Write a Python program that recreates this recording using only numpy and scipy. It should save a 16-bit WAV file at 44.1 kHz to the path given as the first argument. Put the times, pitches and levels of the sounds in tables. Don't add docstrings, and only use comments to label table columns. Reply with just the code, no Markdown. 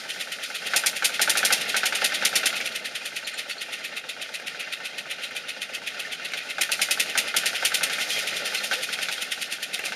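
import sys
import numpy as np
from scipy import signal
from scipy.fft import rfft, irfft, next_fast_len
from scipy.io import wavfile
from scipy.ndimage import uniform_filter1d

SR = 44100
rng = np.random.default_rng(int(sys.argv[2]) if len(sys.argv) > 2 else 0)


def decibels_to_gain(level_db):
    exponent = np.asarray(level_db, float) / 20
    return 10 ** exponent


def log_audio(samples):
    frames = np.atleast_2d(samples).T
    limited = np.clip(frames, -1, 1)
    pcm = np.round(limited * 32767).astype(np.int16)
    wavfile.write(sys.argv[1], SR, pcm)


N = 438794
TIME_S = np.arange(N) / SR

# time in seconds, engine cycles per second.
SPEED = [(0.0, 9.27), (0.58, 8.468), (1.38, 13.431), (2.25, 9.336), (2.66, 10.581), (3.34, 8.817),
         (3.85, 8.542), (3.97, 8.1), (4.4, 7.814), (6.53, 7.955), (6.84, 11.009), (7.52, 10.879),
         (7.58, 10.009), (7.99, 11.748), (8.9, 10.234), (9.11, 10.336), (9.25, 10.285), (9.95, 8.307)]
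# time in seconds, level in dB.
LEAN_JET = [(0, -35.5), (1.6, -32), (2.5, -31.5), (2.7, -34.5), (3.2, -34), (3.7, -37), (4.3, -37.5),
            (5.3, -37.5), (5.6, -35.5), (6.4, -38), (7.3, -37.5), (7.9, -32), (9.95, -30.5)]
# time in seconds, level in dB.
EFFORT = [(0, -37.5), (.5, -39), (.7, -32.5), (1.05, -36), (1.48, -27), (1.77, -31), (2.08, -30.5),
          (2.44, -29), (2.7, -35), (3.02, -39), (6.55, -37.5), (7.18, -31), (7.65, -33.5), (7.84, -30),
          (8.62, -32), (8.87, -33.5), (9.65, -38.5), (9.95, -34)]


def rms_one(x):
    return x / np.sqrt(np.mean(x ** 2) + 1e-20)


def in_time(rows, s):
    return np.interp(s, *np.transpose(rows))


def band_filter(x, order, hz, kind):
    return signal.sosfilt(signal.butter(order, hz, kind, fs=SR, output="sos"), x)


def coloured(x, spectrum):
    hz, db = np.transpose(spectrum)
    size = next_fast_len(N)
    log_hz = np.log(np.arange(1, size // 2 + 2) * SR / size)
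    gain = decibels_to_gain(np.interp(log_hz, np.log(hz), db))
    return rms_one(irfft(rfft(x, size) * gain, size)[:N])


def drift(rate):
    r = np.exp(-80 * np.pi * rate / SR)
    slow = signal.lfilter([1], [1, -2 * r, r * r], rng.standard_normal(N // 40 + 2002))[2000:]
    return np.interp(np.arange(N) / 40, np.arange(len(slow)), rms_one(slow))


def ring(x, hz, t60):
    r, w = decibels_to_gain(-60 / (t60 * SR)), 2 * np.pi * hz / SR
    return signal.lfilter([0, np.sin(w)], [1, -2 * r * np.cos(w), r * r], x + 1e-18)


def grains(per_s, spread_db):
    sizes = decibels_to_gain(spread_db * np.minimum(rng.exponential(1, N), 4)) * rng.choice([-1, 1], N)
    return sizes * (rng.random(N) < per_s / SR)


def tinkles(per_s, low_hz, high_hz, cycles):
    clicks, dealt = grains(per_s, spread_db=2.5), rng.integers(0, 11, N)
    pitches = np.geomspace(low_hz, high_hz, 11) * rng.uniform(.97, 1.03, 11)
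    return rms_one(sum(ring(clicks * (dealt == k), hz, cycles / hz) for k, hz in enumerate(pitches)))


def resonances(x, modes, wander_db=0):
    out = 0
    for k, (hz, width, db) in enumerate(modes):
        r = np.exp(-np.pi * width / SR)
        poles = [1, -2 * r * np.cos(2 * np.pi * hz / SR), r * r]
        tone = rms_one(signal.lfilter([1, 0, -1], poles, x))
        out = out + decibels_to_gain(db + wander_db * drift(9.9)) * (-1) ** k * tone
    return rms_one(out)


def bursts(times, dbs, rises_ms, hold_ms, fall_db_ms, tail_db, tail_db_ms, jumps_db=0):
    out, ms = np.zeros(N + SR), np.arange(-2000, 5500) * 1000 / SR
    for s, db, rise, hold, jump_db in np.broadcast(times, dbs, rises_ms, hold_ms, jumps_db):
        after = np.maximum(ms - hold, 0)
        fall = decibels_to_gain(-fall_db_ms * after) ** 2 + decibels_to_gain(tail_db - tail_db_ms * after) ** 2
        onset_db = 6 * np.minimum(ms - 1.5, 0) / max(rise, .3) - jump_db * (ms < 0)
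        at = round(s * SR)
        out[at:at + len(ms)] += decibels_to_gain(db + onset_db) ** 2 * fall
    return np.sqrt(out[2000:2000 + N])


def crank():
    return .106 + np.cumsum(in_time(SPEED, TIME_S)) / SR


def strokes():
    # puff start in seconds, pipe level in dB, jet hiss in dB, knock level in dB.
    first_pull = [(0.761, -19.5, -17, -19), (0.861, -19, -17, -23.5), (1.045, -18, -17, -21.5),
                  (1.214, -19.5, -17.5, -19), (1.295, -21, -18.5, -20.5), (1.372, -21.5, -21, -20.5),
                  (1.449, -20, -18, -20), (1.524, -17.5, -18, -18.5), (1.765, -21, -23.5, -20.5),
                  (1.855, -19.5, -21, -20), (1.95, -23, -26.5, -23.5), (2.043, -18, -20.5, -23),
                  (2.146, -20, -30, -27.5), (2.25, -17.5, -18.5, -22), (2.355, -17, -18, -26.5),
                  (2.457, -16.5, -18.5, -25)]
    # puff start in seconds, pipe level in dB, jet hiss in dB, knock level in dB.
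    second_pull = [(6.611, -18, -21.5, -24.5), (6.717, -19, -23, -27.5), (6.816, -17.5, -21, -27),
                   (6.909, -18, -20, -27), (6.997, -17, -22, -28), (7.176, -17, -20, -22.5),
                   (7.364, -17.5, -19, -23.5), (7.458, -18.5, -23, -28), (7.555, -22, -34, -29.5),
                   (7.649, -16.5, -19, -24.5), (7.742, -19.5, -21.5, -25.5), (7.832, -20, -22, -25.5),
                   (8.547, -21.5, -31, -30), (8.736, -21.5, -33, -22.5)]
    # start in seconds, level in dB, brightness in dB.
    pinking = [(1.094, -30, -2), (1.924, -23, -1.5), (2.528, -28, -1.5), (2.61, -34, 8.5),
               (6.335, -31, 5.5), (7.897, -28.5, 3.5), (7.983, -28.5, -2), (8.889, -30, -2),
               (8.988, -29, -2), (9.085, -26, 0.5), (9.921, -28, -3)]
    # time in seconds, level in dB.
    lean_knock = [(0, -36), (.7, -35), (2.7, -39.5), (3.4, -39.5), (5.5, -36.5), (7.3, -38.5),
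                  (9.95, -40.5)]
    lean_rise_ms, full_rise_ms = 4.06, 1.85
    slower_ms_per_db = 0.22
    lean_lead, full_lead = .415, .25
    puff_spread_db, knock_spread_db = .6, 2.0

    turned = crank()
    count = np.arange(1, int(turned[-1]) + 2)
    past_end_s = (count - turned[-1]).clip(0) / SPEED[-1][1]
    s = past_end_s + np.interp(count, turned, TIME_S)
    period = 1 / in_time(SPEED, s)
    luck = rng.standard_normal((len(s), 5))

    jet_db = in_time(LEAN_JET, s)
    pipe_db = -25 + 0.26 * (jet_db + 36) + puff_spread_db * luck[:, 0]
    rise_ms = lean_rise_ms + slower_ms_per_db * (in_time(EFFORT, s) + 36).clip(0)
    puffs = np.c_[s, pipe_db, jet_db + puff_spread_db * luck[:, 1], rise_ms * np.exp(.3 * luck[:, 2])]
    knock_db = in_time(lean_knock, s) + knock_spread_db * luck[:, 3]
    hits = np.c_[s - lean_lead * period, knock_db, -6.5 - 0.5 * luck[:, 4]]

    for at, full_pipe_db, hiss_db, full_knock_db in [*first_pull, *second_pull]:
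        k = np.argmin(abs(s - at))
        puffs[k] = at, full_pipe_db, hiss_db, full_rise_ms + slower_ms_per_db * max(-18.5 - hiss_db, 0)
        hits[k] = at - full_lead * period[k], full_knock_db, -5
    for row in pinking:
        hits[np.argmin(abs(hits[:, 0] - row[0]))] = row
    return puffs[s < N / SR], hits[hits[:, 0] < N / SR]


def exhaust(puffs):
    # pitch in Hz, width in Hz, level in dB.
    pipe_modes = [(1474, 200, -11.5), (1870, 67, -5.5), (2090, 250, -3), (2426, 117, -2), (2577, 135, 1),
                  (3050, 440, 1), (3620, 350, 0), (4350, 650, -5.5)]
    # pitch in Hz, level in dB per Hz.
    jet_colour = [(300, -7), (900, -14.5), (2000, -6), (4500, 0.5), (6500, -0.5), (10000, 0), (13000, -8),
                  (15500, -20.5)]
    stroke_samples = 900
    s, pipe_db, jet_db, rise = np.transpose(puffs)
    charge = np.clip((jet_db + 30) / 6, 0, 1)

    flow = grains(5000, spread_db=1.0) + 1.16 * rng.standard_normal(N)
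    pipe = resonances(flow, pipe_modes, wander_db=1.4)
    upper = band_filter(pipe, 2, [3000, 4000], "band")
    pipe = pipe + upper * 0.051 * (in_time(LEAN_JET, TIME_S) + 36)
    pipe = pipe / np.sqrt(uniform_filter1d(pipe ** 2, stroke_samples))

    jet = coloured(grains(12000, spread_db=4.0) + 0.18 * tinkles(2500, 4030, 13130, cycles=22), jet_colour)
    edge = band_filter(jet, 2, 12000, "high")
    dulling = 0.34 * np.clip((-29 - jet_db) / 7.0, 0, 1)
    jet = jet - edge * np.interp(TIME_S, s, dulling)

    tone = pipe * bursts(s, pipe_db - 4.0, rise * 1.27, 9.6 + 3.3 * charge, 0.57, -10.5, 0.25,
                         jumps_db=7.5 * charge)
    hiss = jet * bursts(s, jet_db + 1.0, rise, 5.45 + 1.6 * charge, 0.7, -7.0, 0.33, jumps_db=11.5 * charge)
    sputter = drift(140)
    sputter = rms_one(sputter - uniform_filter1d(sputter, stroke_samples))
    return tone * decibels_to_gain(1.8 * sputter) + hiss * decibels_to_gain(1.3 * sputter)


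def knocks(hits):
    # pitch in Hz, width in Hz, level in dB.
    block_modes = [(1380, 67, -12.5), (1514, 190, -3.5), (1687, 620, -9.5)]
    # pitch in Hz, level in dB per Hz.
    cover_colour = [(1700, -28), (2100, 6), (2800, -0.5), (3500, -1.5), (5000, -8), (8000, -15.5),
                    (13000, -30)]
    # pitch in Hz, width in Hz, level in dB.
    sump_modes = [(534, 150, -4), (907, 154, 1.5)]
    rebound_s, rebound_db = .0098, -7.5
    s, level_db, bright_db = np.transpose(hits)
    at = (s * SR).astype(int)

    struck = 0
    for hz, width, db in block_modes:
        blows = np.zeros(N)
        blows[at] = decibels_to_gain(level_db + db + 10 + rng.normal(0, 1, len(s)))
        blows += decibels_to_gain(rebound_db) * np.roll(blows, round(rebound_s * SR))
        struck = struck + ring(blows, hz, .014 + 2.5 / width)
    struck = band_filter(struck, 1, [1150, 2000], "band")

    rattle = resonances(rng.standard_normal(N), block_modes)
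    rattle = rattle * bursts(s + .002, level_db - 8, 1, 7, .6, -8, .25)
    covers = coloured(grains(6000, spread_db=0.0), cover_colour)
    covers = covers * bursts(s - .001, level_db + bright_db, .3, 2.2, 0.55, -15, 0.35)
    sump_db = np.maximum(-33.5 + 1.0 * (level_db + 24.0) - 0.51 * bright_db, -44.5)
    sump = resonances(rng.standard_normal(N), sump_modes)
    sump = sump * bursts(s + 0.0016, sump_db, 0.73, 6.0, 0.63, -6, 0.17)
    return struck + rattle + covers + sump


def snaps():
    # start in seconds, peak level in dB, ringing pitch in Hz.
    snap_rows = [(2.5546, -19, 2730), (2.6014, -17, 2400), (2.7202, -21, 4240), (3.6584, -27, 2560),
                 (4.1684, -38, 2840), (4.2704, -40, 2410), (4.398, -21, 1850), (5.0574, -42, 2010),
                 (5.3084, -24, 2430), (6.318, -18, 2420), (6.335, -26, 2440), (6.4313, -27, 1870),
                 (7.9833, -14, 2090), (9.0139, -23, 3720), (9.791, -11, 2480), (9.838, -19.5, 2430)]
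    s, db, pitch_hz = np.transpose(snap_rows)
    crack = bursts(s - .001, db - 7.5, .3, 0.95, 1.14, -5.5, 0.83) * rng.standard_normal(N)
    out = decibels_to_gain(-10) * band_filter(crack, 2, [1500, 9000], "band")
    for at, hz in zip((s * SR).astype(int) - 100, pitch_hz):
        out[at:at + 3000] += decibels_to_gain(-12) * ring(crack[at:at + 3000], hz, .004)
    return out


def rubs():
    # start in seconds, pitch in Hz, level in dB, length in ms.
    rub_rows = [(3.245, 4200, -36, 15), (3.245, 7060, -51, 40), (3.333, 4200, -41, 30),
                (3.333, 8600, -43, 12), (3.333, 7100, -51, 34), (3.509, 4430, -37, 19),
                (3.578, 4350, -37, 20), (6.38, 2590, -43, 16), (8.109, 3260, -32.5, 46),
                (8.159, 2370, -32, 36), (8.165, 3180, -29.5, 18), (8.4, 565, -37, 28),
                (8.575, 4250, -31, 13), (8.715, 610, -42, 35), (8.72, 509, -40, 90), (9.75, 714, -44, 13),
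                (9.79, 760, -38, 11), (9.855, 755, -37.5, 31)]
    out, ms = np.zeros(N), np.arange(5000) * 1000 / SR
    for s, hz, db, length in rub_rows:
        tone = rms_one(ring(rng.standard_normal(6000), hz, .015 + 40 / hz)[1000:])
        at = round(s * SR)
        shape = np.minimum(ms / 3.0, 1) * decibels_to_gain(-1.2 * np.maximum(ms - length, 0))
        out[at:at + 5000] += (decibels_to_gain(db) * tone * shape)[:N - at]
    return out


def bed(hits):
    # pitch in Hz, level in dB per Hz.
    rumble_colour = [(25, -17), (50, -32), (100, -9), (135, -9.5), (170, -1), (270, -1.5), (340, -5.5),
                     (430, 0.5), (580, 4), (900, 0), (1200, -7), (2000, -44)]
    # pitch in Hz, level in dB per Hz.
    clatter_colour = [(700, -38), (1100, -6), (1450, 8.5), (1700, -2.5), (1900, 1.5), (2550, 1.5),
                      (3500, -2), (5000, -6.5), (7000, -17), (9000, -70)]
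    # pitch in Hz, level in dB per Hz.
    leaf_colour = [(1500, -42), (3500, -6), (5000, -4.5), (7000, -10.5), (10000, -15), (13000, -24.5),
                   (15500, -35)]
    # time in seconds, level in dB.
    brush = [(0, -43), (.9, -41.5), (1.08, -42), (1.55, -34.5), (1.77, -42.5), (2.44, -38), (2.63, -45.5),
             (4.02, -50), (6.55, -48.5), (6.85, -38), (7.18, -41.5), (7.65, -39), (7.84, -45), (8.09, -30),
             (8.37, -41), (8.62, -33), (8.87, -40), (9.95, -44.5)]
    clatter_db, leaves_db = in_time(EFFORT, TIME_S), in_time(brush, TIME_S)
    cycle = np.interp(TIME_S, hits[:, 0], np.arange(len(hits))) % 1

    rumble_db = -48.5 + 0.88 * (clatter_db + 37)
    throb_db = 1.35 * drift(27) + 1.6 * np.cos(2 * np.pi * (cycle - .22))
    rumble = coloured(rng.standard_normal(N), rumble_colour) * decibels_to_gain(rumble_db + 2.5 + throb_db)

    clatter = coloured(0.5 * tinkles(1200, 1810, 7510, cycles=94) + rng.standard_normal(N), clatter_colour)
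    leaves = coloured(grains(2500, spread_db=5.0) + 2.2 * rng.standard_normal(N), leaf_colour)
    crisp = band_filter(leaves, 2, 11000, "high")
    leaves = leaves + crisp * np.clip(.06 * (leaves_db + 49), -.8, .8)

    shake = drift(19)
    clatter_db = clatter_db - 1.0 - 2.4 * cycle ** 6.1 + 1.6 * shake
    leaves_db = leaves_db - 1.0 + 1.1 * shake + 2.0 * drift(17)
    return rumble + clatter * decibels_to_gain(clatter_db) + leaves * decibels_to_gain(leaves_db)


def scene():
    puffs, hits = strokes()
    parts = exhaust(puffs) + knocks(hits) + snaps() + rubs()
    return (band_filter(parts, 2, 330, "high") + bed(hits))[None]


def top_cut(x):
    return signal.sosfilt(signal.butter(12, 16460, fs=SR, output="sos"), x)


def record(dry):
    # pitch in Hz, width in Hz.
    notches = [(1000, 373), (7870, 650)]
    for hz, width in notches:
        dry = signal.lfilter(*signal.iirnotch(hz, hz / width, fs=SR), dry)
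    dry = .5 * np.tanh(dry / .5)
    dry = band_filter(dry, 1, 100, "high")
    dry = signal.sosfilt(signal.ellip(10, .5, 45, 15290, fs=SR, output="sos"), dry)
    return top_cut(dry)


dry = scene()
out = record(dry)
log_audio(out)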